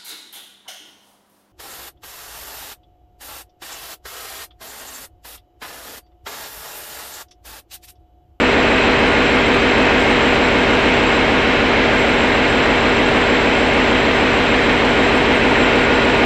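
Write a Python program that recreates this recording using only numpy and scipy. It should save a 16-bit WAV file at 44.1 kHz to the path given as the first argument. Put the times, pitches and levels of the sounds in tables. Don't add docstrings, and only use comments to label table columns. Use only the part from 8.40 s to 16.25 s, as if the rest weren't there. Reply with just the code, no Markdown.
import sys
import numpy as np
from scipy import signal
from scipy.fft import rfft, irfft, next_fast_len
from scipy.io import wavfile

SR = 44100
rng = np.random.default_rng(int(sys.argv[2]) if len(sys.argv) > 2 else 0)


def to_wav(s):
    ch = np.atleast_2d(s).T
    pcm = np.round(np.clip(ch, -1, 1) * 32767)
    wavfile.write(sys.argv[1], SR, pcm.astype(np.int16))


N = 346185
TIME = np.arange(N) / SR
IDLE_RPM, CYLINDERS = 785.3, 6


def amp(db):
    return 10 ** (np.asarray(db) / 20)


def unit(x):
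    return x / np.sqrt(np.mean(abs(x) ** 2) + 1e-20)


def level_at(spectrum, hz):
    pitch_hz, level_db = np.transpose(spectrum)
    return np.interp(np.log(hz + 1), np.log(pitch_hz + 1), level_db)


def colour(noise, spectrum):
    size = next_fast_len(N)
    gain = amp(level_at(spectrum, np.fft.rfftfreq(size, 1 / SR))) * np.sqrt(SR / 2)
    return irfft(rfft(noise, size) * gain, size)[:N]


def wander(hz):
    size = next_fast_len(N)
    freqs = np.fft.rfftfreq(size, 1 / SR)
    spectrum = rng.standard_normal((len(freqs), 2)) @ [1, 1j]
    return unit(irfft(spectrum * (freqs > 0) / (1 + (freqs / hz) ** 2), size)[:N])


def bump(middle_s, length_s):
    return np.exp(-(2 * (TIME - middle_s) / length_s) ** 4)


def fuzzy_tone(hz, width_hz, clock_s):
    blur = wander(width_hz / 2) + 1j * wander(width_hz / 2)
    return unit((blur * np.exp(2j * np.pi * hz * clock_s)).real)


# pitch_hz, level_db_per_hz
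AIR_SPECTRUM = [(12, -85), (35, -73), (48, -63.5), (62, -70), (108, -59.5), (135, -60), (190, -61),
                (240, -54.5), (600, -53.5), (950, -50.5), (1300, -58.5), (2600, -58.5), (5000, -85.5),
                (16000, -130)]
def air_rush(swell_db=0.4, swell_hz=5):
    return colour(rng.standard_normal(N) * amp(swell_db * wander(swell_hz)), AIR_SPECTRUM)


# waves_per_turn, level_db
FAN_TONES = [(1, -43.5), (2, -41.5), (3, -42), (4, -53), (5, -39.5), (17, -40)]
def fan_hum(cycles, turns_per_cycle=6.838):
    turns = cycles * turns_per_cycle
    return sum(amp(db) * np.sqrt(2) * np.sin(2 * np.pi * (waves * turns + rng.random()))
               for waves, db in FAN_TONES)


# pitch_hz, width_hz, relative_level_db
WHISTLE_TONES = [(7550, 156, -46.5), (8180, 38, -56.5), (13940, 70, -67.5)]
# middle_s, length_s, change_db
WHISTLE_DIPS = [(3.198, 0.65, -4)]
def air_whistle(gain_db=1, flutter_db=1.1, flutter_hz=10):
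    dip_db = sum(db * bump(middle_s, length_s) for middle_s, length_s, db in WHISTLE_DIPS)
    strength = amp(gain_db) * unit(amp(dip_db + flutter_db * wander(flutter_hz)))
    return strength * sum(amp(db) * fuzzy_tone(hz, width_hz, TIME) for hz, width_hz, db in WHISTLE_TONES)


# pitch_hz, width_before_blur_hz, level_db, turned_away_change_db
GEAR_TONES = [(876, 4, -42.5, 0.5), (1210, 8, -38.5, 1), (1439, 6, -32.5, -3.5), (1585, 4, -38, 0),
              (2151, 10, -33.5, 0), (2310, 3, -39, -1), (2538, 5.7, -32.5, -6), (2660, 33, -35, -2.5),
              (3192, 4, -39, 0), (4068, 28, -42.5, -1.5)]
# pitch_hz, middle_s, length_s, rise_db
GEAR_RING = (1437, 7.35, .55, 7.5)
def gear_whine(cycles, cycle_hz, away, core_hz=9, blur_hz=11):
    clock_s = cycles / cycle_hz
    ring_hz, middle_s, length_s, rise_db = GEAR_RING
    ringing_hz = min((row[0] for row in GEAR_TONES), key=lambda hz: abs(hz - ring_hz))
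    whine = np.zeros(N)
    for hz, width_hz, db, away_db in GEAR_TONES:
        steady = np.sqrt(2) * np.sin(2 * np.pi * (hz * clock_s + rng.random()))
        echoes = fuzzy_tone(hz, width_hz + blur_hz, clock_s)
        tone = unit(core_hz / width_hz * steady + echoes)
        ring_db = rise_db * bump(middle_s, length_s) if hz == ringing_hz else 0
        whine += amp(db + away_db * away + ring_db) * tone
    return whine


# pitch_hz, relative_level_db_per_hz
CLATTER_SPECTRUM = [(300, -67), (900, -58), (1300, -56), (1600, -52), (2150, -51.5), (2650, -55),
                    (3100, -56.5), (3400, -61), (3900, -61.5), (4500, -69.5), (5800, -75.5), (6750, -79.5),
                    (7150, -86.5), (8600, -92.5), (10200, -93), (11200, -118)]
def cylinder_clatter(cycles, cycle_hz, decay_s=0.0068, cylinder_db=3.0, firing_db=5.0, hall_fill=2.13):
    firing, since_firing = np.divmod(cycles * CYLINDERS, 1)
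    firing = firing.astype(int)
    db = cylinder_db * rng.uniform(-1, 1, CYLINDERS)[firing % CYLINDERS]
    db += firing_db * np.clip(rng.standard_normal(N), -2, 2)[firing]
    bursts = amp(db) * np.exp(-since_firing / (CYLINDERS * cycle_hz * decay_s))
    rattle = np.hypot(bursts, hall_fill) * rng.standard_normal(N)
    return colour(unit(rattle), CLATTER_SPECTRUM)


# low_hz, high_hz, swells_per_cycle, depth_0_to_1, moment_cycles
CHUG_PATTERN = [(205, 245, 1, .65, .98), (205, 245, 2, .5, .01), (245, 320, 1, .8, .31),
                (205, 320, 1, .58, .25), (205, 320, 2, .38, .13), (205, 320, 3, .17, .32),
                (205, 320, 5, .4, .1), (340, 460, 1, .35, .84), (340, 460, 9, .45, .09),
                (460, 520, 1, .65, .31), (460, 520, 2, .35, .03), (520, 600, 1, .8, .94),
                (600, 800, 1, .3, .66), (600, 800, 2, .5, .21), (600, 800, 3, .55, .25),
                (250, 500, 1, .28, .31), (250, 500, 2, .18, .09), (250, 500, 3, .1, .32),
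                (205, 700, 1, .26, .23), (205, 700, 2, .24, .12), (205, 700, 3, .1, .24),
                (205, 700, 4, .12, .1), (205, 700, 5, .12, .07), (205, 700, 6, .12, .13),
                (205, 700, 7, .13, .1), (205, 700, 8, .29, .12), (205, 700, 9, .25, .09),
                (205, 700, 10, .3, .03)]
def chugging_tones(gains, cycles, passes=80, step=.25, size=2 ** 13):
    hz = np.arange(1, len(gains) + 1) * IDLE_RPM / 120
    tones = gains * np.exp(2j * np.pi * rng.random(len(gains)))
    for _ in range(passes):
        for low_hz, high_hz, swells, depth, moment in CHUG_PATTERN:
            band = tones * (hz > low_hz) * (hz < high_hz)
            beating = 2 * np.vdot(band[:-swells], band[swells:]) / np.vdot(band, band)
            lacking = depth * np.exp(-2j * np.pi * swells * moment) - beating
            nudge = lacking * np.roll(band, swells) + lacking.conj() * np.roll(band, -swells)
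            tones = tones + step * (band != 0) * nudge
        tones = gains * np.exp(1j * np.angle(tones))
    one_cycle = irfft(np.r_[0, tones], size) * size / np.sqrt(2)
    return np.interp(cycles % 1, np.arange(size + 1) / size, np.r_[one_cycle, one_cycle[0]])


# low_hz, high_hz, middle_s, length_s, rise_db
DOORWAY_SWELL = (350, 550, 7.58, .6, 1.5)
def doorway_swell(drone):
    low_hz, high_hz, middle_s, length_s, rise_db = DOORWAY_SWELL
    band_filter = signal.butter(3, [low_hz, high_hz], "bandpass", fs=SR, output="sos")
    middle = signal.sosfiltfilt(band_filter, drone)
    return drone + middle * (amp(rise_db * bump(middle_s, length_s)) - 1)


# waves_per_cycle, relative_level_db
STRONG_TONES = [(6, -36), (9, -34.5), (10, -44.5), (12, -35.5), (19, -36.0), (28, -46.5), (30, -35),
                (35, -35.5), (36, -29.0), (38, -33.5), (39, -28.5), (40, -35.5), (41, -40.5), (42, -37.5),
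                (43, -39.0), (44, -32.5), (46, -30.0), (50, -34.5), (53, -40), (56, -39.5), (57, -38.0),
                (58, -31.5), (59, -37.5), (60, -34), (61, -33), (62, -33.5), (64, -37), (67, -33.0),
                (68, -39.5), (69, -36.5), (72, -32.0), (73, -36), (74, -29), (75, -38.5), (78, -40.0),
                (79, -41), (83, -35.0), (87, -34.5), (88, -38), (92, -39), (93, -38), (97, -41),
                (98, -39.0), (99, -34.5), (107, -40.0)]
# pitch_hz, relative_level_db
WEAK_TONES = [(7, -82), (27, -47), (72, -50), (98, -48.5), (107, -64), (120, -44), (180, -47), (250, -43),
              (520, -43.5), (640, -45.5), (770, -45.5), (1050, -53), (1600, -58)]
def engine_drone(cycles, cycle_hz, sway, scatter_db=4, drift_per_hz=0.087 / 420, drift_hz=0.71, count=250):
    hz = np.arange(1, count + 1) * cycle_hz
    db = level_at(WEAK_TONES, hz) + scatter_db * rng.uniform(-0.986, 1, count)
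    for waves, level_db in STRONG_TONES:
        db[round(waves) - 1] = level_db
    loose = np.minimum(drift_per_hz * hz, .5)
    shifting = sum(move * chugging_tones(amp(db) * loose, cycles) for move in (sway, wander(drift_hz)))
    steady = chugging_tones(amp(db) * np.sqrt(1 - 2 * loose ** 2), cycles)
    return steady + shifting


def engine_rpm(sag_rpm_per_s=.137, sway_rpm=1.1, period_s=1.064, first_peak_s=.365):
    swing = np.cos(2 * np.pi * (TIME - first_peak_s) / period_s)
    return IDLE_RPM - sag_rpm_per_s * TIME + sway_rpm * swing


# time_s, turned_away_0_to_1
LISTENER_TURN = [(0, 0.25), (1.8, 0), (3.6, 0.86), (6.7, 0.77), (7.3, 0.7), (7.85, 0.6)]
def scene():
    rate_hz = engine_rpm() / 120
    cycles, cycle_hz = np.cumsum(rate_hz) / SR, rate_hz.mean()
    away = np.interp(TIME, *np.transpose(LISTENER_TURN))
    drone = engine_drone(cycles, cycle_hz, sway=unit(rate_hz - cycle_hz))
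    drone = doorway_swell(drone) * amp(.5 - 0.28 * away)
    whine = gear_whine(cycles, cycle_hz, away)
    clatter = cylinder_clatter(cycles, cycle_hz) * amp(.5 - 0.72 * away)
    return (drone + whine + clatter + fan_hum(cycles) + air_rush() + air_whistle())[None]


def record(dry, ceiling=.71, cutoff_hz=15800):
    clipped = np.clip(dry, -ceiling, ceiling)
    lowpass = signal.firwin(511, cutoff_hz, window=("kaiser", 9), fs=SR)
    return signal.oaconvolve(clipped, lowpass[None], "same")


dry = scene()
out = record(dry)
to_wav(out)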